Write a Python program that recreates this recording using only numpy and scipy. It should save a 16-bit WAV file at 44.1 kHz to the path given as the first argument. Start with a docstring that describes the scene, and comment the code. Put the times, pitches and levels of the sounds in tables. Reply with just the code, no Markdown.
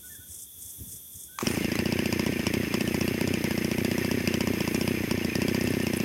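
"""A small two-stroke garden engine, close to the microphone, is pull-started on a lawn and idles loudly.
Pawls click, the cord whirrs and it catches at once, firing every second turn in runs broken by stumbles.
A firing booms and cracks in the muffler, a coasting turn just gulps air; casing and clutch clatter along,
and thin squeaks come near the end. In the garden around it insects buzz and a bird whistles faintly,
while a breeze bumps the small mono microphone."""
import sys
import numpy as np
from scipy import signal
from scipy.fft import rfft, irfft, next_fast_len
from scipy.io import wavfile
from scipy.ndimage import map_coordinates

SR = 44100
rng = np.random.default_rng(int(sys.argv[2]) if len(sys.argv) > 2 else 0)


def dump_mix(stems):
    """Bounce the given channels to the path in sys.argv[1] as a 16-bit WAV at rate SR."""
    frames = np.atleast_2d(stems).T  # one column per channel
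    limited = np.clip(frames, -1, 1)  # hard clip at full scale
    pcm = np.round(limited * 32767).astype(np.int16)
    wavfile.write(sys.argv[1], SR, pcm)


N = 266408

# Noise spectra. Each row: frequency in Hz, relative level per Hz in dB.
OUTDOOR_RUMBLE = [(25, -3), (70, 2), (130, -3.5), (300, -9), (480, -13), (700, -21), (1200, -25),
                  (3000, -24), (8000, -26)]
WIND_ON_MIC = [(25, -12), (55, 2), (85, -.5), (150, -5), (260, -13), (450, -27), (1000, -55)]
FAR_INSECTS = [(4500, -24), (6000, -5), (7500, -10.5), (8500, -4), (10000, -4), (11300, 0.5), (12500, -1),
               (14000, -3.5), (15600, -9.5)]
CRICKET_BAND = [(2700, -35.5), (3150, -9), (3420, 3.5), (3700, -6), (4100, -36.5)]
KATYDID_RASP = [(4200, -36), (5200, -11.5), (6200, -4.5), (7500, -5), (8500, -0.5), (10000, -3),
                (12000, -9), (15000, -20)]
COOLING_AIR = [(250, 18.5), (600, 3.5), (1300, -1.5), (2400, 0), (3800, -2), (6000, -16), (7400, -8.5),
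               (9000, -16), (15000, -34.5)]
SHRILL_BAND = [(11500, -30), (13000, 4), (14300, -6), (15300, -25)]
SPRING_BAND = [(8800, -50), (9280, -19), (9380, -6), (9480, -14), (10000, -50)]
# Tone curves. Each row: frequency in Hz, gain in dB.
MIC_RESPONSE = [(25, -27), (45, -17), (65, -1), (90, 3), (150, 0), (230, 2.5), (370, 2), (550, 0.5),
                (900, 0)]
CORD_TONE = [(400, -4), (1000, 3), (3000, -4), (4200, -10), (6000, -1), (10000, -7.5), (15000, -10)]
KNOCK_TONE = [(400, -17), (900, 0.5), (6500, -4), (9000, -11), (15000, -16)]
# The strongest bumps of the breeze. Each row: peak time in seconds, level in dB, half length in seconds.
WIND_BUMPS = [(0.192, -42, 0.0078), (.305, -55, .017), (0.676, -52, .015), (0.817, -40, 0.017),
              (.86, -51, 0.05), (0.948, -48.5, 0.016), (1.168, -52, 0.015)]
# The bird. Each row: start and length in seconds, first and last pitch in Hz, level in dB.
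WHISTLES = [(.025, .075, 1475, 1487, -56), (.092, .06, 1790, 1740, -55.5), (.138, .03, 1750, 1560, -51),
            (.19, .06, 1460, 1515, -58), (1.28, .075, 1480, 1505, -61), (1.34, .07, 1550, 1580, -56)]
# The near katydid. Each row: start and end in seconds, level in dB.
KATYDID_PHRASES = [(0.014, 0.193, -48.5), (0.271, 0.47, -43.5), (0.572, 0.758, -45.5), (.865, 1, -44),
                   (1.106, 1.288, -45.5)]
# Short squeaks. Each row: start in seconds, relative level in dB, length in seconds.
THIN_SQUEAKS = [(5.634, -42, 0.012), (5.702, -43, 0.01), (5.823, -45, 0.016), (5.963, -38.5, 0.017)]
# Pawls catching, then the cord grip snapping home. Each row: start in seconds, level in dB, pitch in Hz.
STARTER_KNOCKS = [(1.387, -20.5, 1154), (1.411, -22, 1153), (1.754, -19.5, 2050)]
# The starter housing. Each row: multiple of the pitch, level in dB, seconds to fall by 60 dB.
HOUSING_MODES = [(1, 4.5, 0.014), (.82, -13, 0.023), (1.2, -15, .025), (2, -7.5, 0.029), (2.9, -19, .02),
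                 (5.6, -2, 0.018)]
# Resonances of cylinder fins and casing. Each row: centre and width in Hz, gain in dB.
CASING_MODES = [(1040, 440, -7.5), (1535, 94, -1.5), (1800, 98, 3.5), (2026, 131, 3), (2105, 97, 6),
                (2308, 86, 5), (2463, 195, 1), (2710, 84, 4.5), (2990, 300, -6), (3490, 88, -12),
                (4210, 49, -17), (5130, 247, -4), (6210, 240, -7), (6650, 270, -16)]
# Ringing peaks that colour the exhaust crack, from the muffler and its bounce off the ground.
# Each row: centre and width in Hz, gain in dB.
CRACK_PEAKS = [(970, 95, 2.5), (1840, 250, -6), (2140, 250, -2), (2656, 256, 2.5), (3035, 107, 1),
               (3320, 105, -4), (4795, 220, 0.5), (5230, 220, -2), (5500, 116, 2), (5920, 190, -4),
               (6860, 80, -4), (8460, 1400, -12), (13300, 5400, -18.5)]
# Gas puffs of a firing turn and of a coasting turn. Each row: delay in seconds, pitch in Hz,
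# swell in seconds, level in dB, 1 for outflow or -1 for suction.
FIRING_PUFFS = [(.0011, 470, .001, -21, 1), (.0029, 337, .0046, -18.7, -1), (.0064, 224, .002, -14.2, -1),
                (.0012, 100, .0065, -35.7, 1)]
COASTING_PUFFS = [(.0031, 295, .0014, -18.8, -1), (.0098, 272, .0022, -21.7, 1),
                  (.0017, 107, .0064, -28.5, 1)]
# Runs of even firing. Each row: first and last firing in seconds, strength in dB.
FIRING_RUNS = [(1.4676, 1.4676, 2.5), (1.5705, 1.7157, -3), (1.788, 2.0555, -.3), (2.1243, 2.2615, .3),
               (2.3914, 2.3914, -5.5), (2.4655, 2.5366, 2), (2.7392, 3.0768, .4), (3.2095, 3.337, -.2),
               (3.4392, 3.7805, -1.3), (3.8457, 4.111, -.3), (4.2726, 4.471, 1.7), (4.6035, 4.6745, -1.4),
               (4.7437, 4.8755, 1.2), (5.109, 5.109, 0), (5.245, 5.245, -4), (5.3525, 5.544, 0),
               (5.6085, 5.7985, -4.3), (5.866, 5.9995, -2)]
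# Stumbles, where the charge lights early and feebly. Each entry: time in seconds.
STUMBLE_TIMES = [2.3219, 2.6305, 3.1412, 4.203, 4.5339, 5.0352, 5.1742]

TURN_S = .0337  # one turn of the crank at idle
PULL_S, FIRST_GULP_S, LAST_TURN_S = 1.412, 1.4245, 6.066
STUMBLE_DB, STRENGTH_SCATTER_DB = -10.5, .9
FRESH_CHARGE_DB = 1.3  # the first firing of a run burns the charge that has built up
BOOM_DB, CRACK_DB = -.45, -23.5
STRENGTH_SHARE = .3  # boom and shake gain this share of a firing's strength in dB, the crack all of it
KICK_S, KICK_S_PER_DB = .0016, .00015  # a firing speeds the crank, so the turns after it come early
SLUGGISH_PER_TURN, SOFTENING = .11, 1.7  # slowing as the crank coasts; how steeply it then pumps less


def amp(db):
    """Decibels to gain."""
    return 10 ** (np.asarray(db) / 20)


def unit(x):
    """Scale to rms 1."""
    return x / np.sqrt(np.mean(x ** 2) + 1e-20)


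def clock():
    """The time of every sample in seconds."""
    return np.arange(N) / SR


def wobble(rate):
    """A smooth random curve through `rate` points a second."""
    return map_coordinates(rng.standard_normal(int(N * rate / SR) + 4), [clock() * rate])


def filtered(x, response):
    """x through a gain given as a function of frequency."""
    size = next_fast_len(N + 8192)
    return irfft(rfft(x, size) * response(np.fft.rfftfreq(size, 1 / SR)), size)[:N]


def coloured(x, points):
    """x through a curve of (Hz, dB) points on a log axis."""
    hz, db = np.transpose(points)
    return filtered(x, lambda f: amp(np.interp(np.log(f + 1), np.log(hz), db)))


def noise(points):
    """Noise of rms 1 with the given spectrum."""
    return unit(coloured(rng.standard_normal(N), points))


def ringing(x, peaks):
    """x through a set of ringing peaks; white noise keeps its level."""
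    def response(f):
        total = sum((-1) ** k * amp(db) * 1j * f * width / (hz ** 2 - f ** 2 + 1j * f * width)
                    for k, (hz, width, db) in enumerate(peaks))
        return total / np.sqrt(np.mean(np.abs(total) ** 2))
    return filtered(x, response)


def add(track, s, sound):
    """Mix a sound into a track at s seconds."""
    start = max(round(s * SR), 0)
    part = track[start:start + len(sound)]
    part += sound[:len(part)]


def glide(hz):
    """A sine that follows a pitch curve."""
    return np.sin(2 * np.pi * np.cumsum(hz) / SR)


def swell(t, peak_s):
    """Rises from 0 to 1 at peak_s, then dies away."""
    u = np.maximum(t, 0) / peak_s
    return u * np.exp(1 - u)


def gate(t, start, end, fade_s):
    """Fades in after start and out before end."""
    return np.clip(np.minimum(t - start, end - t) / fade_s, 0, 1)


def fading(start_s, attack_s, hold_s, fall_db_per_s):
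    """Rises, holds and then dies away evenly in dB."""
    age = clock() - start_s
    return np.clip(age / attack_s, 0, 1) * amp(-fall_db_per_s * np.maximum(age - hold_s, 0))


def breeze():
    """Low outdoor rumble, with soft bumps and small eddies of air right on the microphone."""
    bumps = sum(amp(db) * np.exp(-((clock() - s) / half) ** 2) for s, db, half in WIND_BUMPS)
    eddies = amp(-67 + 4 * wobble(16))
    rumble = amp(-59.5 + 1.8 * wobble(8.4)) * noise(OUTDOOR_RUMBLE)
    return rumble + (bumps + eddies) * noise(WIND_ON_MIC)


def bird():
    """Pure gliding whistles, echoed faintly by the trees."""
    song = np.zeros(N)
    for s, length, start_hz, end_hz, db in WHISTLES:
        age = np.arange(round(length * SR)) / SR
        level = amp(db) * gate(age, 0, length, fade_s=.018)
        add(song, s, np.sqrt(2) * level * glide(np.linspace(start_hz, end_hz, len(age))))
    t = np.arange(SR // 2) / SR
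    trees = rng.standard_normal(len(t)) * amp(-60 * t / 0.64)
    return song + amp(-10) * signal.fftconvolve(song, trees / np.linalg.norm(trees))[:N]


def insects():
    """One katydid rasps nearby, over a far chorus, a slowly pulsing shrill and a band of crickets."""
    t = clock()
    phrases = sum(amp(db) * gate(t, start, end, fade_s=.046) for start, end, db in KATYDID_PHRASES)
    strokes = amp(2.1 * np.sin(2 * np.pi * 26 * t) + 1.7 * wobble(180))
    katydid = phrases * strokes * noise(KATYDID_RASP)
    chorus = amp(-47 + wobble(3.96)) * noise(FAR_INSECTS)
    pulse = np.cos(np.pi * (t - .1) / .495) ** 4  # about twice a second
    shrill = amp(-53.5) * pulse * noise(SHRILL_BAND)
    crickets = amp(-60.5 + 0.49 * wobble(40)) * noise(CRICKET_BAND)
    return katydid + chorus + shrill + crickets


def squeaks():
    """Thin, scratchy squeaks that fall in pitch."""
    out = np.zeros(N)
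    for s, db, length in THIN_SQUEAKS:
        progress = np.linspace(0, 1, round(length * SR))
        hz = 12000 - 4000 * progress + 2500 * rng.standard_normal(len(progress))
        add(out, s, amp(db + 7) * np.sin(np.pi * progress) * glide(hz))
    return out


def starter_knocks():
    """Pawls and grip knock the starter's plastic housing."""
    knocks, t = np.zeros(N), np.arange(SR // 12) / SR
    for s, db, hz in STARTER_KNOCKS:
        ring = sum(amp(level - 60 * t / t60) * np.sin(2 * np.pi * hz * ratio * t)
                   for ratio, level, t60 in HOUSING_MODES)
        crack = amp(4 - 60 * t / 0.017) * rng.standard_normal(len(t))
        add(knocks, s, amp(db) * (ring + crack) * (1 - np.exp(-t / .0006)))
    return coloured(knocks, KNOCK_TONE)


def starter_cord():
    """The cord whirrs out and back over a clicking ratchet; the recoil spring sings as it rewinds."""
    ratchet = unit(rng.uniform(.5, 1, N) * (rng.random(N) < 110 / SR))  # about 110 clicks a second
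    rasp = amp(2.2 * wobble(270)) * rng.standard_normal(N) + amp(-1) * ratchet
    whirr = unit(coloured(rasp, CORD_TONE))
    pull = fading(start_s=1.382, attack_s=.025, hold_s=.13, fall_db_per_s=100)
    recoil = fading(start_s=1.48, attack_s=.004, hold_s=.02, fall_db_per_s=130)
    return amp(-37.8) * pull * whirr + amp(-42.5) * recoil * noise(SPRING_BAND)


def firing_turns():
    """Runs firing every second turn, and stumbles. Each row: time in seconds, strength in dB."""
    fired = [(s, STUMBLE_DB) for s in STUMBLE_TIMES]
    for first, last, db in FIRING_RUNS:
        count = round(abs(last - first) / (2 * TURN_S)) + 1
        times = np.linspace(first, last, count)
        fired += [(s, db + FRESH_CHARGE_DB * (k == 0)) for k, s in enumerate(times)]
    return sorted(fired)


def coasting_turns():
    """Between firings the crank coasts and grows sluggish. Each row: time in seconds, slowness factor."""
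    fired = firing_turns() + [(LAST_TURN_S, 0)]
    turns = [(FIRST_GULP_S, 1)]
    for (start, strength_db), (end, _) in zip(fired, fired[1:]):
        count = max(round((end - start) / TURN_S), 1)
        stretch = (end - start) / count / TURN_S
        kick_s = KICK_S + KICK_S_PER_DB * strength_db
        for k in range(1, count):
            slowness = stretch ** 1.8 * (1 + SLUGGISH_PER_TURN * min(k - 1, 2))
            turns.append((start + k * stretch * TURN_S - kick_s, slowness))
    return turns


def clutch_chatter():
    """Loose clutch shoes ping about once a turn, each time on a slightly different, sagging note."""
    out, t = np.zeros(N), np.arange(SR // 16) / SR
    starts = np.arange(PULL_S + TURN_S, N / SR, TURN_S)
    for s, (late, pitch, size) in zip(starts, rng.standard_normal((len(starts), 3))):
        hz = 2250 * np.exp(.16 * np.clip(pitch, -1.6, 1.6)) * (1 - 2.58 * t)
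        ping = amp(-37.5 + 1.7 * size) * swell(t, 0.0051) * glide(hz)
        add(out, s + 0.01 + .008 * late, ping)
    return out


def casing_and_fan():
    """Piston, bearings and clutch tick on the casing and the flywheel fans air, harder after each turn."""
    shake, age = np.zeros(N), np.arange(SR // 20) / SR
    for s, strength_db in firing_turns():
        add(shake, s, amp(STRENGTH_SHARE * strength_db - 6.3) * swell(age - .007, 0.0069) ** 2)
    for s, _ in coasting_turns():
        add(shake, s, amp(-12.5) * swell(age - .007, 0.0054) ** 2)
    running = np.clip((clock() - PULL_S) / 0.044, 0, 1) * (1 + shake)
    ticks = unit(rng.uniform(-1.06, 1, N) * (rng.random(N) < 820 / SR))  # about 820 a second
    metal = ringing(running * (ticks + 0.53 * rng.standard_normal(N)), CASING_MODES)
    fan = amp(-42 + 2.4 * wobble(90)) * running * noise(COOLING_AIR)
    return amp(-41) * metal + fan


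def puffs(table, slowness, scatter_db, detune):
    """One turn's gas puffs, each a few damped swings of the air in muffler and intake."""
    t = np.arange(SR // 20) / SR
    out = np.zeros(len(t))
    for delay, hz, swell_s, db, flow in table:
        size, pitch = rng.standard_normal(2)
        age = t - delay * slowness  # a slow crank opens its ports later
        swing = np.sign(flow) * np.sin(2 * np.pi * hz * np.exp(detune * pitch) * age)
        out += amp(db + scatter_db * size) * swell(age, swell_s) ** 2 * swing
    return out


def exhaust():
    """Firings boom and crack as the port opens; coasting turns only pump air."""
    gas, jet = np.zeros(N), np.zeros(N)
    t = np.arange(SR // 25) / SR
    # the hot jet is a short burst, then a weaker hiss while the cylinder empties
    burst = swell(t - .0004, 0.0017) ** 3 + amp(-16.5) * swell(t - .009, .003) ** 2
    for s, firing_db in firing_turns():
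        strength_db = firing_db + STRENGTH_SCATTER_DB * rng.standard_normal()
        boom = puffs(FIRING_PUFFS, 1 + .015 * rng.standard_normal(), scatter_db=.4, detune=.012)
        add(gas, s, amp(BOOM_DB + STRENGTH_SHARE * strength_db) * boom)
        add(jet, s, amp(CRACK_DB + strength_db) * burst)
    for s, slowness in coasting_turns():
        gulp = puffs(COASTING_PUFFS, slowness + .04 * rng.standard_normal(), scatter_db=1, detune=.03)
        add(gas, s, gulp / slowness ** SOFTENING)
    cracks = ringing(jet * rng.uniform(-1.61, 1.68, N), CRACK_PEAKS)
    return gas + cracks


def scene():
    """On the lawn: the engine close by, the garden around it."""
    engine = exhaust() + casing_and_fan() + clutch_chatter() + starter_knocks() + starter_cord()
    return (engine + squeaks() + insects() + bird() + breeze())[None]


def record(dry):
    """A small mono microphone that thins the deep bass and keeps nothing above 15850 Hz."""
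    return filtered(coloured(dry[0], MIC_RESPONSE), lambda hz: hz < 15850)[None]


dry = scene()
out = record(dry)
dump_mix(out)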